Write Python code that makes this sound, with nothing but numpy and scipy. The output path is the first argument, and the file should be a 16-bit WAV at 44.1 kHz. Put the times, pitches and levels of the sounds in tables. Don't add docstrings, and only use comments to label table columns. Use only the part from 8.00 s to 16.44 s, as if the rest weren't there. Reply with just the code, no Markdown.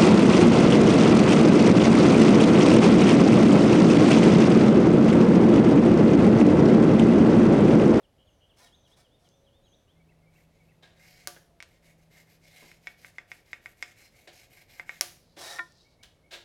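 import sys
import numpy as np
from scipy import signal
from scipy.fft import rfft, irfft
from scipy.io import wavfile
from scipy.ndimage import map_coordinates

SR = 44100
rng = np.random.default_rng(int(sys.argv[2]) if len(sys.argv) > 2 else 0)


def dump_mix(stems):
    frames = np.atleast_2d(stems).T
    limited = np.clip(frames, -1, 1)
    pcm = np.round(limited * 32767).astype(np.int16)
    wavfile.write(sys.argv[1], SR, pcm)


N = 372204
TIME = np.arange(N) / SR
RING_SIZE = 2 ** 14
RING_HZ = np.maximum(np.arange(RING_SIZE // 2 + 1) * SR / RING_SIZE, 1)

# centre in Hz, width in Hz, relative level in dB.
PENCIL_MODES = [(800, 830, -15), (1545, 310, -15), (1966, 280, 2), (2138, 75, 8.5), (3500, 330, -11),
                (5060, 720, -10.5), (6500, 2000, -13)]
# centre in Hz, width in Hz, relative level in dB.
STRIP_MODES = [(338, 9.1, 17), (697, 13.6, -5), (1018, 14, -6), (1404, 22, -8), (1819, 20.7, 0),
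               (2270, 26, -14.5), (3440, 84, -14), (3790, 73, -17)]


def undb(db):
    return 10 ** (np.asarray(db) / 20)


def unit(x):
    return x / np.sqrt(np.mean(x ** 2))


def add(track, start, sound):
    i = int(round(start * SR))
    i, sound = max(i, 0), sound[max(-i, 0):]
    track[i:i + len(sound)] += sound[:len(track) - i]


def colour(points):
    hz, db = np.transpose(points)
    gain = undb(np.interp(np.log(RING_HZ), np.log(hz), db))
    cepstrum = irfft(np.log(gain))
    cepstrum[1:RING_SIZE // 2] *= 2
    cepstrum[RING_SIZE // 2 + 1:] = 0
    return np.exp(rfft(cepstrum))


def resonance(hz, width):
    return 1 / (1 + 1j * (RING_HZ ** 2 - hz ** 2) / (RING_HZ * width))


def body(modes):
    return sum(undb(db) * resonance(hz, width) for hz, width, db in modes)


def through(x, response):
    return signal.fftconvolve(x, irfft(response)[:RING_SIZE // 2])[:len(x)]


def blow(response, peak_db):
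    ring = irfft(response)[:RING_SIZE // 2]
    return ring * undb(peak_db) / np.abs(ring).max()


def walk(rate):
    steps = rng.standard_normal(2 ** 12)
    return np.interp(TIME * rate, np.arange(len(steps)), steps)


def drift(x, share, rate):
    reading_place = np.cumsum(1 + share * walk(rate))
    return map_coordinates(x, [reading_place], order=3, mode="mirror")


def friction(grain_db, flutter_db):
    grain = grain_db * np.minimum(rng.standard_normal(N), 2)
    flutter = flutter_db * walk(110)
    return unit(rng.standard_normal(N) * undb(grain + flutter))


def grit(per_s, grain_db, clump_db):
    sizes = undb(grain_db * np.minimum(rng.standard_normal(N), 1) + clump_db * walk(25))
    clicks = (rng.random(N) < per_s / SR) * rng.choice([-1, 1], N)
    return unit(clicks * sizes)


def pushes(rows, fullness):
    out = np.zeros(N)
    for start, end, db in rows:
        along = np.linspace(0, np.pi, max(int((end - start) * SR), 2))
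        add(out, start, undb(db) * np.abs(np.sin(along)) ** fullness)
    return out


def crunch(hz=6000, decay_s=0.00091, crunch_db=-2):
    t = TIME[:RING_SIZE]
    grains = rng.standard_normal(RING_SIZE) * np.exp(-t / decay_s)
    treble = 1 / (1 + hz / (1j * RING_HZ)) ** 2
    return 1 + undb(crunch_db) * treble * rfft(grains) / np.sqrt(np.sum(grains ** 2))


def air(level_db=-65, side_db=-23):
    # frequency in Hz, relative density in dB per Hz.
    air_colour = [(15, -37), (25, -1.5), (119, -0.5), (193, -6), (378, -10.5), (560, -7.5), (1020, -19.5),
                  (1490, -23), (4000, -27.5), (7700, -34), (11500, -34), (15500, -42.5)]
    mid, side = (unit(through(rng.standard_normal(N), colour(air_colour))) for _ in range(2))
    return undb(level_db) * (mid + undb(side_db) * side * np.array([[1], [-1]]))


def hum(hz=162.2, waver_hz=0.88, attack_s=0.068, sag_db_per_s=3.5, t60_s=4.9):
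    # start in seconds, start of the dying away in seconds, level in dB.
    hum_spells = [(1.903, 3.3, -63.5), (3.804, 4.9, -65.5), (6.777, 8.4, -71)]
    phase = 2 * np.pi * np.cumsum(hz + waver_hz * walk(6)) / SR
    level = np.zeros(N)
    for start, end, db in hum_spells:
        fade_db = sag_db_per_s * TIME + 60 * np.maximum(TIME - (end - start), 0) / t60_s
        add(level, start, np.minimum(TIME / attack_s, 1) * undb(db - fade_db))
    return unit(np.sin(phase)) * level


def whines(waver_hz=5):
    # start in seconds, end in seconds, level in dB, first and last pitch in Hz.
    far_tones = [(1.278, 1.81, -71.5, 553, 551), (2.959, 3.722, -72.5, 757, 657)]
    out = np.zeros(N)
    for start, end, db, first, last in far_tones:
        hz = np.interp(TIME, [start, end], [first, last]) + waver_hz * walk(60)
        tone = np.sin(2 * np.pi * np.cumsum(hz) / SR)
        out += unit(tone * undb(2 * walk(20))) * pushes([(start, end, db)], fullness=0.32)
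    return out


def birds(names, trill_hz=88, waver=.005, wander=0.0051):
    syllable_notes = { "buzz": [(0, 0.066, 3010, 3063, 3090, 0.5, 164),
                      (.089, 0.033, 3650, 3100, 2700, 1, 0)],
                      "seesaw": [(0, 0.0318, 3415, 3180, 2770, 0, 0.0024),
                      (.064, 0.036, 3154, 3440, 4020, 2, 0)], "sway": [(0, 0.034, 3450, 3120, 2770, 2, 0),
                      (.062, 0.063, 3120, 3520, 3640, -2.5, 0)],
                      "chip": [(0.002, 0.028, 4100, 3800, 4400, -0.5, 0)],
                      "lift": [(0, 0.049, 2750, 3240, 3600, -0.5, 0)],
                      "flourish": [(-.032, 0.039, 2110, 2115, 2070, -3, 0),
                      (.005, 0.041, 2350, 2244, 2290, -0.5, 0), (.096, .02, 2410, 2640, 2800, 3, 0),
                      (.116, .026, 2295, 2050, 1810, 1.5, 0.0045)],
                      "slur": [(0, 0.034, 2150, 2220, 2320, 0, 0)],
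                      "thin": [(0.0013, 0.15, 6700, 6220, 5650, 0.5, 80)]}
    song_times = { "buzz": [(-.06, -70), (.178, -68.5), (.404, -66.5)], "seesaw": [(.657, -64),
                  (.849, -66.5), (1.654, -68)], "sway": [(1.04, -70), (1.247, -72.5), (1.46, -69.5)],
                  "chip": [(.83, -74), (1.435, -80), (1.635, -72), (7.795, -67)], "lift": [(1.876, -70)],
                  "flourish": [(1.99, -72.5), (2.256, -71.5), (2.589, -72.5)], "slur": [(7.844, -68),
                  (7.988, -66), (8.234, -68)], "thin": [(.24, -81), (.71, -76), (1.24, -78), (1.62, -75.5)]}
    out = np.zeros(N)
    bend = 1 + waver * walk(150) + wander * walk(15)
    for name in names:
        for delay, length, first, middle, last, note_db, trill in syllable_notes[name]:
            t = TIME[:int(length * SR)]
            along = t / t[-1]
            beat = 2 * np.pi * trill_hz * t
            glide = np.polyval(np.polyfit([0, .5, 1], [first, middle, last], 2), along)
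            hz = glide + trill * np.sin(beat)
            pulses = 1 - (trill > 0) * np.cos(beat)
            swell = np.sqrt(2 * np.abs(np.sin(np.pi * along)) * pulses)
            for start, db in song_times[name]:
                own_bend = bend[int(abs(start) * SR):][:len(t)]
                phase = 2 * np.pi * np.cumsum(hz * own_bend) / SR
                add(out, start + delay, undb(db + note_db) * swell * np.sin(phase))
    return out


def room(x, wet_db, t60=0.41, treble_db=-2, width_db=-19):
    t = TIME[:SR * 3 // 4]
    fade = undb(-60 * t / t60) * (1 - np.exp(-t / 0.00012))
    walls = colour([(4000, 0.0039), (14000, treble_db)])
    energy = np.sqrt(np.sum(fade ** 2))
    tails = [through(rng.standard_normal(len(t)) * fade, walls) / energy for _ in range(2)]
    mid, side = (undb(wet_db) * signal.fftconvolve(x, tail)[:N] for tail in tails)
    return mid + undb(width_db) * side * np.array([[1], [-1]])


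def frame_echoes(x):
    # delay in seconds, level in dB against the click itself.
    frame_delays = [(.0043, -24), (.0058, -12.5)]
    out = x.copy()
    for delay, db in frame_delays:
        add(out, delay, undb(db) * x)
    return out


def arm(hz=95, width_hz=110):
    # start in seconds, end in seconds, level in dB.
    arm_reaches = [(1.9, 3.9, -72.5), (6.2, 7.8, -70)]
    rumble = through(rng.standard_normal(N), resonance(hz, width_hz) ** 2)
    return unit(rumble) * pushes(arm_reaches, fullness=.8)


def crackle(hz=4500, width_hz=2300):
    # start in seconds, end in seconds, level in dB.
    crackle_spells = [(7.2, 7.38, -71), (7.66, 7.95, -71.5)]
    grains = grit(per_s=2500, grain_db=4, clump_db=3)
    return unit(through(grains, resonance(hz, width_hz) ** 2)) * pushes(crackle_spells, fullness=0.18)


def scuffs():
    # start in seconds, level in dB, rise in seconds, t60 in seconds, tilt in dB per octave,
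    # resonance in Hz, relative resonance level in dB.
    scuff_rows = [(2.825, -57, 0.0067, 0.42, 2, 1650, -5), (3.363, -50, 0.001, 0.065, -0.5, 1700, 11),
                  (4.622, -54.5, 0.0032, 0.22, -6.5, 1000, 11), (6.273, -49, 0.0031, 0.19, 2, 3900, -28),
                  (7.366, -49.5, 0.0096, 0.26, 1.5, 303, 13), (8.028, -50.5, 0.0067, 0.14, 5.5, 3110, 1),
                  (8.308, -42.5, 0.034, 0.21, 3.5, 3650, -3.5)]
    # frequency in Hz, level in dB.
    scuff_colour = [(100, -12.5), (300, -2.5), (650, 3.5), (1200, -8), (1800, -2.5), (3900, -7.5),
                    (6500, -19), (15500, -38.5)]
    out, t = np.zeros(N), TIME[:SR // 2]
    for start, db, rise, t60, tilt_db, hz, ring_db in scuff_rows:
        tilted = colour([(f, level + tilt_db * np.log2(f / hz)) for f, level in scuff_colour])
        response = tilted * (1 + undb(ring_db) * resonance(hz, hz / 6))
        grains = unit(through(rng.standard_normal(len(t)), response))
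        swell = np.minimum(t / rise, 1) ** .5
        add(out, start, grains * swell * undb(db - 60 * np.maximum(t - rise, 0) / t60))
    return out


def light_contacts(click_hz=5500, click_width_hz=3200):
    # start in seconds, peak in dB.
    clatter_hits = [(2.8255, -55), (2.8335, -43.5), (2.975, -57.5), (6.275, -47)]
    # centre in Hz, width in Hz, relative level in dB.
    clatter_modes = [(1624, 9.2, 0.5), (3180, 36, -5), (3555, 34, 3), (3820, 27, 3.5)]
    # start in seconds, peak in dB.
    dry_clicks = [(1.2895, -47.5), (7.7222, -46), (8.0345, -39)]
    clatter = body(clatter_modes)
    click = resonance(click_hz, click_width_hz) ** 2
    out = np.zeros(N)
    for rows, response in ((clatter_hits, clatter), (dry_clicks, click)):
        for start, db in rows:
            add(out, start, blow(response, db))
    return out


def strip_slides(ring_db=-1.0, opening_db=6, turn_db=5.5, hand_damping=1.4, rise_share=0.19, fall_share=0.36):
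    # start in seconds, end in seconds, level of the rasp in dB.
    slide_rows = [(0.56, 0.705, -60.5), (0.86, 0.96, -71), (0.96, 1.04, -64.5), (1.18, 1.31, -73.5),
                  (7.362, 7.615, -45.7)]
    # frequency in Hz, relative level in dB.
    rasp_colour = [(150, -21), (400, -4.5), (850, 0.5), (1500, -6), (2700, -8), (3800, -8), (5500, -2),
                   (7200, -10), (10000, -10), (15500, -23)]
    slips = friction(grain_db=4.0, flutter_db=2.5) + grit(per_s=700, grain_db=2, clump_db=0)
    rasp = unit(through(slips, colour(rasp_colour)))
    turns = np.zeros(N)
    for hz, width, db in STRIP_MODES[1:]:
        mode = through(slips, resonance(hz, hand_damping * width))
        turns += undb(db / 2 + turn_db * walk(18)) * mode
    ring = unit(drift(turns, 0.00702, 20))
    speed, freedom = np.zeros((2, N))
    for start, end, db in slide_rows:
        along = np.linspace(0, 1, int((end - start) * SR))
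        ramps = np.minimum(along / rise_share, (1 - along) / fall_share)
        add(speed, start, undb(db) * np.minimum(ramps, 1))
        add(freedom, start, undb(ring_db - opening_db * (1 - along) ** 2))
    return (rasp + freedom * ring) * speed


def strip_knocks(contact_hz=1550, contact_width_hz=2300):
    # start in seconds, peak in dB.
    knock_hits = [(7.5865, -27.5), (7.5928, -19)]
    response = body(STRIP_MODES) * resonance(contact_hz, contact_width_hz) ** 4
    out = np.zeros(N)
    for start, db in knock_hits:
        add(out, start, blow(response, db))
    return out


def pencil_squeaks(spread_db=4):
    # centre in Hz, width in Hz, relative level in dB.
    squeak_rings = [(4160, 90, -1), (5200, 900, -0.5)]
    # start in seconds, end in seconds, level in dB.
    squeak_times = [(5.96, 6.09, -63.5), (6.32, 6.47, -65.5), (6.68, 6.80, -67.5)]
    rings = np.zeros(N)
    for hz, width, db in squeak_rings:
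        ring = unit(through(rng.standard_normal(N), resonance(hz, width) ** 2))
        rings += undb(db + spread_db * walk(22)) * ring
    return unit(drift(rings, 0.0046, 14)) * pushes(squeak_times, fullness=1)


def pencil_ticks(bass_hz=380, grip=0.016, mode_spread_db=2.0):
    # start in seconds, peak in dB, contact cut-off in Hz, grip damping as a factor on mode widths.
    tick_hits = [(3.6035, -31, 4400, 1.8), (3.626, -27, 5900, 4.2), (4.716, -40.5, 2790, 1.4),
                 (4.8714, -24, 3100, 0.68), (5.0471, -32, 2250, 2), (5.184, -26, 2330, 0.77),
                 (5.3170, -26.5, 2820, 0.74), (5.5316, -22.5, 2940, 0.79), (5.6593, -27.3, 2370, 0.81),
                 (5.8261, -19, 4030, 0.96), (6.797, -24.5, 1960, 0.86), (6.8936, -22, 2100, 0.76)]
    out = np.zeros(N)
    for start, db, contact_hz, damping in tick_hits:
        modes = []
        for hz, width, level in PENCIL_MODES:
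            held_hz = hz * (1 + grip * rng.standard_normal())
            modes.append((held_hz, width * damping, level + mode_spread_db * rng.standard_normal()))
        pencil = body(modes) / (1 + bass_hz / (1j * RING_HZ)) ** 2
        contact = 1 / (1 + 1j * RING_HZ / contact_hz - (RING_HZ / contact_hz) ** 2)
        add(out, start, blow(pencil * contact * crunch(), db))
    return out


def pencil_snaps(low_width_hz=400, high_width_hz=420, sweep_hz=5500, sweep_width_hz=1800):
    # start in seconds, near peak in dB, low ring in Hz and its relative dB, high ring in Hz and
    # its relative dB, peak of the crack sent to the room in dB, peak of the push sent to the table in dB.
    snap_hits = [(3.2735, -13.5, 1420, 5, 4450, 0, -13.5, 5),
                 (7.0105, -5.3, 2100, 9.5, 5460, 13, -6.3, 6.5)]
    # frequency in Hz, relative level in dB.
    snap_colour = [(150, -31.5), (600, -1.5), (1100, -2), (2000, -1), (3500, 0.5), (4500, 3.5), (6600, 5),
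                   (7300, -1), (8200, -1), (11000, 3), (12500, -1.5), (16000, -8)]
    near, bare, push = np.zeros((3, N))
    crack = colour(snap_colour) * (1 - 2 * resonance(sweep_hz, sweep_width_hz))
    for start, db, low_hz, low_db, high_hz, high_db, room_db, table_db in snap_hits:
        low_ring = undb(low_db) * resonance(low_hz, low_width_hz)
        high_ring = undb(high_db) * resonance(high_hz, high_width_hz)
        add(near, start, blow(crack * (1 + low_ring + high_ring) * crunch(), db))
        add(bare, start, blow(crack * (1 + resonance(low_hz, 2 * low_width_hz)), room_db))
        add(push, start, blow(crack, table_db))
    return near, bare, push


def pencil_strokes(ring_db=1, spread_db=4.0, catch_db=-1, facet_db=3.5, grip_share=.025):
    # frequency in Hz, relative level in dB.
    lead_colour = [(300, -17.5), (700, 0), (1300, -18), (2200, 6.5), (3100, -1), (4100, -1.5), (5300, -4.5),
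                   (6800, -4.5), (8500, -10.5), (10500, -9.5), (12500, -5), (15500, -20.5)]
    facet_bands = [3600, 5130, 6600, 9530, 12500]
    # start in seconds, end in seconds, level in dB.
    stroke_times = [(2.30, 2.46, -69.5), (2.48, 2.80, -74.5), (2.95, 3.32, -60), (3.66, 3.79, -70.5),
                    (3.82, 3.94, -64.5), (3.97, 4.08, -70.5), (4.10, 4.24, -60.5), (4.265, 4.38, -63.5),
                    (4.41, 4.79, -57), (4.81, 4.95, -62.5), (4.965, 5.11, -61.5), (5.135, 5.24, -68),
                    (5.27, 5.42, -60), (5.445, 5.59, -63.5), (5.61, 5.74, -64.5), (5.765, 5.945, -61),
                    (5.955, 6.10, -59.5), (6.115, 6.275, -61.5), (6.31, 6.475, -58), (6.495, 6.65, -59),
                    (6.675, 6.84, -57.5), (6.855, 7.01, -57)]
    catches = grit(per_s=500, grain_db=-1, clump_db=-3)
    slips = unit(friction(grain_db=3.0, flutter_db=3.5) + undb(catch_db) * catches)
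    ring = drift(through(slips, body(PENCIL_MODES)), grip_share, 10)
    ring = undb(ring_db + spread_db * walk(12)) * ring
    lead = through(slips, colour(lead_colour))
    facets = np.zeros(N)
    for hz in facet_bands:
        facets += (undb(facet_db * walk(9)) - 1) * through(lead, resonance(hz, hz / 5))
    return unit(lead + facets + ring) * pushes(stroke_times, fullness=0.64)


def scene():
    # centre in Hz, width in Hz, relative level in dB.
    table_modes = [(346.8, 4.7, 12), (426, 19, -2), (573, 14.7, -0.5), (720, 6.7, 2.5), (1176, 11, -0.5),
                   (1505, 32, -4.5), (1610, 15, -4)]
    near_names, far_names = ("buzz", "seesaw", "sway", "chip", "lift", "flourish"), ("slur", "thin")
    ticks = frame_echoes(pencil_ticks())
    strokes = pencil_strokes() + pencil_squeaks()
    slides = strip_slides() + crackle()
    knocks = strip_knocks()
    snaps, cracks, push = pencil_snaps()
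    handling = scuffs() + light_contacts()
    song, far_song = birds(near_names), birds(far_names)

    shaken = push + undb(4.5) * ticks + undb(6.5) * strokes + undb(2.5) * handling
    iron = through(shaken, body(table_modes))
    direct = ticks + snaps + strokes + slides + knocks + iron + handling + song + undb(-4.5) * far_song

    far_ticks = through(ticks, 1 - 0.88 * resonance(hz=2060, width=390))
    scatter = room(far_ticks + undb(-1.0) * cracks, wet_db=-6.5, t60=0.11, width_db=-32.5)
    sent = undb(-3.5) * far_ticks + strokes + slides + undb(-16.5) * knocks + cracks + undb(0.5) * handling
    workshop = room(sent, wet_db=-5.5)
    outdoors = room(undb(-4.0) * song + far_song, wet_db=0, t60=0.69)
    return direct + scatter + workshop + outdoors + arm() + hum() + whines() + air()


def record(dry, top_hz=16500):
    return signal.sosfilt(signal.ellip(8, .2, 70, top_hz, fs=SR, output="sos"), dry)


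dry = scene()
out = record(dry)
dump_mix(out)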